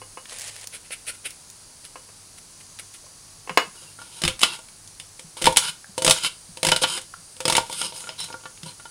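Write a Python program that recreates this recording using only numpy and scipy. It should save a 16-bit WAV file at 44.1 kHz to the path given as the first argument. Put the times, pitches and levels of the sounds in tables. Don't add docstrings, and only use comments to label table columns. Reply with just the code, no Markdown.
import sys
import numpy as np
from scipy import signal
from scipy.fft import rfft, irfft
from scipy.io import wavfile
from scipy.ndimage import map_coordinates

SR = 44100
rng = np.random.default_rng(int(sys.argv[2]) if len(sys.argv) > 2 else 0)


def inscribe(sig):
    pcm = np.round(np.clip(np.atleast_2d(sig).T, -1, 1) * 32767)
    wavfile.write(sys.argv[1], SR, pcm.astype(np.int16))


N = 392490

# start_s, level_db, low_ring_db, ring_centre_octaves (above the lowest mode), bright_edge_db
BLOWS = [(3.989,-37.5,1.5,3,-21),(4.017,-35.5,6.5,3.26,-7),(4.218,-16,-8,1.93,-7),(4.237,-7.5,-2,0.56,-13.5),
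         (4.251,-7.5,-14,1.06,-16),(4.278,-4.5,-19,1.65,-13),(4.393,-25.5,-26,1,-1),(4.408,-21.5,-21,1.2,-9),(4.415,-15.5,-19,2,-5),
         (4.427,-13,-19,1.2,-13),(4.432,5.5,-16,3.6,-18),(4.59,-34,3,2.7,-7),(4.875,-47.5,-30,1.5,10.5),(4.999,-25.5,-15,1.33,-7.5),(5.194,-27.5,-8,2.28,-7.5),
         (5.369,-26.5,-7.5,2.4,-11),(5.416,-22,-2,2.5,-7),(5.421,-15,-9.5,1.7,-5.5),(5.442,-7,-6,0.79,-12),(5.456,-3,-17,2.46,-14.5),
         (5.467,-3,-11,1.5,-15),(5.472,-14.5,11,2.47,-36),(5.525,-25,-17,2.9,-1),(5.562,-8.5,-19,1.2,-15),
         (5.57,1,-11.5,3.67,-3.5),(5.979,-14,-4,2.2,-7),(6.021,-15,0,2.34,-4),(6.047,-7,-4.5,1.86,-4.5),
         (6.065,-4.5,-9,1.38,-11),(6.078,-0.5,-11.5,2.1,-15),(6.097,-8,-8.5,2.76,-1.5),(6.109,1.5,-21,2.8,-8.5),
         (6.236,-24.5,-9,1.5,1),(6.247,-12,-6,3.72,-21),(6.572,-24,-7,2.24,-10.5),(6.63,-8,-3,2.16,-9.5),
         (6.649,-6,-12,2.64,-10),(6.668,-5,-5,1.46,-10.5),(6.687,-4,-13.5,2.4,-12.5),(6.717,.5,-26,4.4,-15),
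         (6.722,-14.5,8.5,2.66,-33),(6.762,-5.5,-35,2.1,-12),(6.819,-20,-4,2.5,-10),(6.836,-1,-24,2.4,-21),(6.84,-12.5,0.5,3.16,-33),
         (6.976,-15,-22,2.2,-19),(7.014,-32,-22,1.5,-1),(7.366,-35.5,-8,2.3,-3),(7.404,-15,-11,2.3,-11),(7.454,-7.5,-5.5,2.3,-12.5),
         (7.48,-4.5,-3.5,2.16,-11),(7.499,-7.5,-9.5,2.6,-9.5),(7.524,-7.5,-6.5,2.4,-9),(7.552,-3,-11,2.18,-16),
         (7.567,-7,-16,2.56,-6),(7.581,-8.5,-5,2.77,-32),(7.623,-36,-21,3.2,-25),(7.698,-25.5,-2.5,2.45,-10),
         (7.727,-20.5,-12,3.7,-7.5),(7.815,-11,-7,3.78,-10.5),(7.923,-24.5,-7.5,2.2,-31),(7.962,-30,-22,2,-3),
         (8.005,-32,-26,2.8,0),(8.04,-28,-4,3.5,-27),(8.072,-26.5,-7,3.2,-16),(8.091,-18.5,-8,2.4,-38),
         (8.203,-22.5,-34,4.5,-3.5),(8.241,-21.5,-29,3.5,-6.5),(8.286,-31,-3,2.7,-26),(8.303,-38,6.5,2.95,-21),
         (8.327,-27.5,-8,2.8,-16),(8.342,-35.5,9,3.06,-25),(8.408,-39,-1.5,2.86,-18),(8.437,-36.5,0,2.9,-24),
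         (8.456,-26.5,0.5,3.36,-35),(8.575,-33.5,-23,1.5,-15.5),(8.632,-26,-9,1.4,-9.5),(8.798,-33,3,3.5,-20),
         (8.855,-32,4,3.9,-23)]
# pitch_hz, width_hz, level_db
TRAY_MODES = [(168.4, 21, -2.5), (345.7, 15, -9), (520, 15, -5.5), (640.3, 18, -14.5), (922, 46.6, -0.5),
              (1150, 31, -9.5), (1412, 32, -2.5), (1755, 21, -21), (2084, 63, -19), (2242, 43, -18.5),
              (2605, 42, -28), (3028, 27, -16), (3650, 44, -32.5), (3666, 110, -13), (4000, 46, -16.5),
              (4480, 56, -41), (5084, 80, -10), (5430, 110, -26.5), (5400, 160, -24.5), (6770, 91, -8.5),
              (8190, 63, -8.5), (8575, 87, -6.5), (9160, 310, -17), (9290, 78, -9), (10400, 280, -20.5)]
# frequency_hz, density_db (per Hz)
CRACK_SPECTRUM = [(180, 0), (300, -19.5), (733, 0.5), (1440, 2), (1760, -0.5), (2840, 7.5), (3300, 6.5),
                  (5160, -0.5), (5790, -5), (7540, -6), (9200, -3.5), (11000, -6), (12000, -15),
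                  (15600, -29)]
UPPER_HZ, BRIGHT_HZ = 1800, 6000
CONTACT_PEAK_MS, CONTACT_SPREAD_DB = 1.17, 0.5
BELOW_DB_PER_OCT, ABOVE_DB_PER_OCT = 9.5, 33.5

# start_s, end_s, first_level_db, last_level_db, deep_part_db, bright_part_db
DRAGS = [(3.756,3.92,-53.5,-58.5,-2,6.5),(3.992,4.218,-53,-47.5,-8.5,2.5),(4.3,4.343,-39,-65,-6,-9),
         (4.426,4.56,-36.5,-35.5,-7,-2),(5.375,5.413,-48,-47,-5,4),(5.504,5.54,-44,-57,5,8),(5.593,5.696,-37.5,-28.5,-15,-0.5),
         (6.13,6.185,-40,-30,-19,-3),(6.207,6.267,-36,-22.5,-13,-2.5),(6.824,6.833,-22.5,-21.5,-10.5,3),(6.87,6.982,-34.5,-30.5,-9.5,0),
         (7.66,7.81,-50,-34.5,-11,5.5),(7.832,7.908,-33.5,-49,-6,1.5),(7.943,8.088,-45.5,-51.5,-0.5,6),
         (8.102,8.173,-42.5,-56,-4,-10),(8.19,8.34,-40,-54,-5.5,2.5),(8.664,8.721,-38.5,-51,0,1)]
# frequency_hz, density_db (per Hz)
RUB_SPECTRUM = [(590, -38), (1000, 7.5), (1260, -7.5), (1440, 5), (1900, -42.5), (2140, -5), (3050, 5.5),
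                (3340, 2.5), (5120, -6), (7480, -17), (8890, -2), (11800, -11), (15600, -40.5)]
# start_s, end_s, pitch_hz, level_db (against the drag's middle part)
SINGING = [(3.75, 3.83, 2900, 4), (3.848, 3.92, 2765, 4), (4.426, 4.585, 2720, -1), (5.606, 5.75, 3030, -1),
           (6.22, 6.298, 3085, -1), (6.884, 6.99, 3130, 0), (7.68, 7.783, 3550, 1),
           (7.835, 7.897, 3090, -1), (8.16, 8.298, 3970, 7), (8.19, 8.282, 5290, 8.5),
           (8.652, 8.72, 4120, -3)]
DRAG_ATTACK_S, DRAG_RELEASE_S = 0.015, 0.029

# start_s, level_db, contact_cutoff_hz, long_ring_db
KNOCKS = [(.017, -26.5, 1510, 9), (.173, -22, 1500, 8), (.322, -26.5, 900, 6), (1.957, -24, 1200, 6.5),
          (2.089, -34.5, 900, 6), (3.065, -36.5, 700, 10), (3.475, -21.5, 900, 0), (3.495, -12.5, 1690, 4),
          (3.574, 2, 5030, 2.5), (3.598, -11.5, 2530, 3)]
# pitch_hz, level_db, t60_s
KNIFE_MODES = [(519, -14.5, 0.15), (920, -19, 0.092), (1060, 9, 0.024), (1246, -16.5, 0.16),
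               (1640, -17, 0.15), (2190, 1, 0.039), (2635, 4.5, 0.034), (2750, -12, 0.052),
               (2910, -11.5, 0.16), (4100, -14, 0.1), (4600, 2.5, 0.013), (5190, -6.5, 0.056),
               (6820, -10, 0.12), (8700, -15, .06), (8730, -13, 0.21), (10650, -15, .08)]
LONG_RING_S = .12

# middle_s, level_db, spread_ms (of a bell-shaped swell), pitch_hz
WIPES = [(0.749, -34, 15, 2480), (.86, -49, 15, 2960), (0.929, -29, 11.4, 2890), (1.09, -26, 12.1, 2800),
         (1.15, -43.5, 6.3, 2500), (1.262, -27.5, 8.8, 3200), (1.31, -46.5, 13, 2960),
         (1.855, -40, 9.8, 2340), (2.385, -43, 6, 2300), (2.61, -44.5, 5, 2720), (2.798, -33, 5.8, 2400),
         (2.951, -42.5, 10, 2330)]
# frequency_hz, density_db (per Hz)
WIPE_SPECTRUM = [(180, -56), (300, -7), (562, -7), (1090, -43), (1350, 3), (1620, -3.5), (2530, 4),
                 (3090, 1.5), (6720, -11), (9820, 5.5), (11800, -5.5), (15600, -31)]

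# start_s, level_db, upper_edge_hz
TICKS = [(0.256, -19.5, 3750), (0.296, -19, 4250), (0.348, -36, 8980), (0.386, -15, 9540),
         (0.396, -17, 9580), (0.417, -17, 9440), (0.478, -17, 7070), (0.489, -27, 9470),
         (0.564, -20.5, 7820), (0.612, -23, 8980), (0.672, -12, 9750), (0.907, -16, 2700),
         (1.067, -23, 9870), (1.306, -19, 9500), (1.5, -21.5, 9700), (1.851, -23, 6100), (2.047, -36, 6780),
         (2.385, -31, 9180), (2.788, -33, 9780), (2.789, -18, 4300), (2.939, -26, 9300), (2.94, -30, 4600),
         (4.686, -24, 3100), (5.843, -24, 1610), (7.141, -17.5, 1590)]
# start_s, level_db, pitch_hz, t60_s
PATS = [(.906, -21, 530, 0.011), (3.04, -39, 595, 0.028), (3.503, -25, 174, .08), (3.67, -33, 188, 0.067),
        (5.242, -28, 162, 0.062), (5.844, -25, 1660, 0.012), (5.89, -31, 185, 0.055),
        (6.489, -31, 172, 0.067), (7.139, -19.5, 1360, 0.015), (7.18, -37.5, 163, 0.087),
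        (8.63, -23, 163, 0.068)]

# start_s, end_s, first_level_db, last_level_db
RUSTLE = [(.29, .5, -43, -35), (.51, .646, -43.5, -41)]
# frequency_hz, density_db (per Hz)
SCRAPS_SPECTRUM = [(180, -50), (300, -23), (535, -2.5), (1330, -9), (1850, -0.5), (6390, -4), (9820, 1.5),
                   (11800, -9), (15600, -37)]
RUSTLE_ATTACK_S, RUSTLE_RELEASE_S = 0.016, 0.0055

ROOM_T60_S, ROOM_DB = 0.25, -10.5

# frequency_hz, density_db (per Hz)
HISS_SPECTRUM = [(15, -21.5), (25, -0.5), (64, -7), (101, -5), (200, -8.5), (446, -13.5), (1030, -13),
                 (2020, -17.5), (3600, -16.5), (4400, -10), (7300, -13.5), (9880, -10), (11000, -11.5),
                 (12600, -22), (15600, -30)]
# centre_hz, width_hz, level_db
HISS_BANDS = [(4790, 110, 0.5), (5890, 210, 1.5), (6640, 430, 5), (7760, 270, 3), (8800, 180, 6),
              (9720, 320, 8.5)]
HISS_DB = -48.5

# pitch_hz, level_db
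HUM = [(100, -66), (151, -70)]
HUM_BEAT_HZ, HUM_BEAT_PEAK_S, HUM_BEAT_DEPTH = 1.82, 2.2, .7

# time_s, pitch_hz
WHINE = [(0, 1060), (1.1, 1053), (1.7, 950), (2.3, 973), (2.7, 1065), (3.4, 1139), (3.9, 1100)]
WHINE_DB, WHINE_FADE_S = -72, 3.7

NOTCH_HZ, NOTCH_WIDTH_HZ = 11730, 1620
CUTOFF_HZ = 15850


def blows():
    s, level_db, _, _, edge_db = np.transpose(BLOWS)
    bright_db = level_db + edge_db
    scatter = rng.normal(0, 1, (len(s), len(TRAY_MODES) + 1))
    contact_ms = CONTACT_PEAK_MS * from_db(CONTACT_SPREAD_DB * scatter[:, -1])
    body, edge = split(colour(noise(), CRACK_SPECTRUM), BRIGHT_HZ)

    body_crack = from_db(-17.5) * bursts(s, level_db, contact_ms)
    body_wash = from_db(-17.0) * dying(clicks(s, level_db), 0.084)
    edge_crack = from_db(0.5) * bursts(s, bright_db, contact_ms)
    edge_wash = from_db(0.5) * dying(clicks(s, bright_db), 0.099)
    out = body * (body_crack + body_wash) + edge * (edge_crack + edge_wash)

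    for (hz, width_hz, db), chance in zip(TRAY_MODES, scatter.T):
        if hz < UPPER_HZ:
            blow_db = low_ring_db(hz)
        elif hz < BRIGHT_HZ:
            blow_db = level_db - 6.0
        else:
            blow_db = bright_db - 3.0
        out += ring(clicks(s, blow_db + db + 4.8 * chance), hz, width_hz)
    return out


def low_ring_db(hz):
    _, level_db, ring_db, centre, _ = np.transpose(BLOWS)
    octaves = np.log2(hz / TRAY_MODES[0][0]) - centre
    slope = np.where(octaves > 0, ABOVE_DB_PER_OCT, -BELOW_DB_PER_OCT)
    return level_db + ring_db - slope * octaves


def bursts(times, db, contact_ms):
    out, t = np.zeros(N + SR // 10), np.arange(SR // 10) / SR
    starts = np.round(times * SR).astype(int)
    for at, gain, ms in zip(starts, from_db(db), np.clip(contact_ms, .2, 8)):
        phase = 1000 * t / ms
        out[at:at + len(t)] += gain * phase * np.exp(1 - phase)
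    return out[:N]


def thuds():
    s = np.transpose(BLOWS)[0]
    envelope = dying(clicks(s, low_ring_db(TRAY_MODES[0][0])), 0.24)
    rumble = split(noise() * envelope, 153)[0]
    return from_db(-13.5) * rumble * np.sqrt(SR / 220)


def drags():
    rough = grit(per_s=2800, spread_db=0.5) * from_db(2.0 * drift(45))
    modes = np.zeros(N)
    for k, (hz, width_hz, db) in enumerate(TRAY_MODES):
        drive = rough * from_db(3 * drift(16))
        mode = ring(drive, hz, width_hz + hz / 40)
        modes += from_db(db) * np.sqrt(width_hz) * mode * (-1) ** k
    sound = rms_one(colour(rough, RUB_SPECTRUM)) + from_db(2) * rms_one(modes)

    deep, rest = split(sound, 1510)
    middle, bright = map(rms_one, split(rest, BRIGHT_HZ))
    for start, end, hz, db in SINGING:
        part = slice(round(start * SR), round(end * SR))
        tone = rms_one(ring(rough[part], hz, 43))
        middle[part] += from_db(db) * tone * np.hanning(part.stop - part.start)

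    deep_db, bright_db = np.transpose(DRAGS)[-2:]
    parts = ((0, middle), (deep_db, rms_one(deep)), (bright_db, bright))
    return sum(strokes(DRAGS, DRAG_ATTACK_S, DRAG_RELEASE_S, db) * part for db, part in parts)


def knocks():
    out, t = np.zeros(N), np.arange(SR // 3) / SR
    for s, db, cut_hz, long_db in KNOCKS:
        modes = np.zeros(len(t))
        for hz, mode_db, t60 in KNIFE_MODES:
            decay_db = mode_db + long_db * (t60 > LONG_RING_S) - 60 * t / t60
            modes += from_db(decay_db) * np.sin(2 * np.pi * hz * t)
        crack = rng.standard_normal(len(t)) * from_db(-60 * t / 0.024)
        wash = split(rng.standard_normal(len(t)), 2730)[0] * from_db(-60 * t / 0.1)
        sound = from_db(-13.0) * modes + from_db(-8.5) * crack + from_db(-6.0) * wash
        softened = signal.lfilter(*signal.butter(1, cut_hz, fs=SR), sound)
        out[round(s * SR):][:len(t)] += from_db(db) * softened
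    return split(out, 346)[1]


def wipes():
    rough, t = noise() + .6 * grit(per_s=900, spread_db=3.5), np.arange(N) / SR
    swish, out = rms_one(colour(rough, WIPE_SPECTRUM)), np.zeros(N)
    for s, db, ms, hz in WIPES:
        part = slice(round((s - .08) * SR), round((s + .08) * SR))
        pitched = from_db(-12.0) * rms_one(ring(rough[part], hz, 440))
        swell = np.exp(-.5 * (1000 * (t[part] - s) / ms) ** 2)
        out[part] += from_db(db) * (swish[part] + pitched) * swell
    return out


def ticks():
    out, t = np.zeros(N), np.arange(SR // 20) / SR
    for s, db, hz in TICKS:
        band = signal.butter(1, [hz / 1.85, hz], "band", fs=SR, output="sos")
        burst = rng.standard_normal(len(t)) * from_db(-60 * t / 0.019)
        out[round(s * SR):][:len(t)] += from_db(db - 5.5) * signal.sosfilt(band, burst)
    return out


def pats():
    out, t = np.zeros(N), np.arange(SR // 4) / SR
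    for s, db, hz, t60 in PATS:
        tone = from_db(db - 60 * t / t60) * np.sin(2 * np.pi * hz * t)
        out[round(s * SR):][:len(t)] += tone * (1 - np.exp(-t * hz))
    return out


def rustle():
    crackle = grit(per_s=1500, spread_db=4.0) * from_db(3 * drift(60))
    texture = rms_one(colour(crackle + noise(), SCRAPS_SPECTRUM))
    return strokes(RUSTLE, RUSTLE_ATTACK_S, RUSTLE_RELEASE_S) * texture


def kitchen(x):
    t = np.arange(SR // 2) / SR
    tail = rng.standard_normal(len(t)) * from_db(-60 * t / ROOM_T60_S) * (t > .004)
    return signal.fftconvolve(x, tail / np.sqrt(np.sum(tail ** 2)))[:N]


def background():
    bands = np.zeros(N)
    for hz, width_hz, db in HISS_BANDS:
        bands += from_db(db + 2.0 * drift(3.265)) * np.sqrt(width_hz) * ring(noise(), hz, width_hz)
    return from_db(HISS_DB) * (colour(noise(), HISS_SPECTRUM) + from_db(-2.5) * rms_one(bands))


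def hum():
    t = np.arange(N) / SR
    throb = 1 + HUM_BEAT_DEPTH * np.cos(2 * np.pi * HUM_BEAT_HZ * (t - HUM_BEAT_PEAK_S))
    low, high = (tone(hz + 1.5 * drift(3.2), db + 2.8 * drift(5.4)) for hz, db in HUM)
    return throb * low + high


def whine():
    t = np.arange(N) / SR
    hz = np.interp(t, *np.transpose(WHINE)) + 4 * drift(7.2)
    fade_db = 30 * np.maximum(t - WHINE_FADE_S, 0)
    return tone(hz, WHINE_DB + 1.7 * drift(3.9) - fade_db)


def tone(hz, db):
    return from_db(db) * np.sqrt(2) * np.sin(2 * np.pi * np.cumsum(hz) / SR)


def from_db(db):
    return 10 ** (np.asarray(db) / 20)


def rms_one(x):
    return x / np.sqrt(np.mean(x ** 2) + 1e-20)


def noise():
    return rng.standard_normal(N)


def colour(x, spectrum):
    hz, db = np.transpose(spectrum)
    grid_hz = np.fft.rfftfreq(4096, 1 / SR) + 1
    log_gain = np.interp(np.log(grid_hz), np.log(hz), db) * np.log(10) / 20
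    cepstrum = irfft(log_gain)
    cepstrum[1:2048] *= 2
    cepstrum[2049:] = 0
    pulse = irfft(np.exp(rfft(cepstrum)))
    return signal.fftconvolve(x, pulse / np.sqrt(np.sum(pulse ** 2)))[:N]


def strokes(rows, attack_s, release_s, part_db=0):
    gain, t = np.zeros(N), np.arange(N) / SR
    for (start, end, first_db, last_db, *_), db in zip(rows, part_db + np.zeros(len(rows))):
        inside = slice(round((start - attack_s) * SR), round((end + release_s) * SR))
        corners = [start - attack_s, start, end, end + release_s]
        fade = np.interp(t[inside], corners, [0, 1, 1, 0])
        level_db = db + np.interp(t[inside], [start, end], [first_db, last_db])
        gain[inside] += fade ** 2 * from_db(level_db)
    return gain


def clicks(times, db):
    train = np.full(N, 1e-18)
    np.add.at(train, np.round(np.asarray(times) * SR).astype(int), from_db(db))
    return train


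def ring(x, hz, width_hz):
    r, w = np.exp(-np.pi * width_hz / SR), 2 * np.pi * hz / SR
    return signal.lfilter([0, np.sin(w)], [1, -2 * r * np.cos(w), r * r], x)


def dying(train, t60):
    return signal.lfilter([1], [1, -from_db(-60 / (t60 * SR))], train)


def split(x, hz):
    return [signal.sosfilt(signal.butter(3, hz, kind, fs=SR, output="sos"), x) for kind in ("low", "high")]


def grit(per_s, spread_db):
    sizes_db = spread_db * np.minimum(rng.exponential(1, N), 4)
    sizes = from_db(sizes_db) * rng.choice([-1, 1], N)
    return rms_one(sizes * (rng.random(N) < per_s / SR))


def drift(rate):
    steps = rng.standard_normal(int(N / SR * rate) + 3)
    return map_coordinates(steps, [np.arange(N) * rate / SR], order=2, prefilter=False) * np.sqrt(2)


def scene():
    work = blows() + drags() + knocks() + ticks() + pats() + wipes() + rustle()
    work = split(work, 123)[1]
    room = from_db(ROOM_DB) * kitchen(work)
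    return (work + room + thuds() + background() + hum() + whine())[None]


def record(dry):
    heard = signal.lfilter(*signal.iirnotch(NOTCH_HZ, NOTCH_HZ / NOTCH_WIDTH_HZ, SR), dry)
    clipped = np.clip(heard, -1, 1)
    return signal.sosfilt(signal.ellip(12, .5, 30, CUTOFF_HZ, fs=SR, output="sos"), clipped)


dry = scene()
out = record(dry)
inscribe(out)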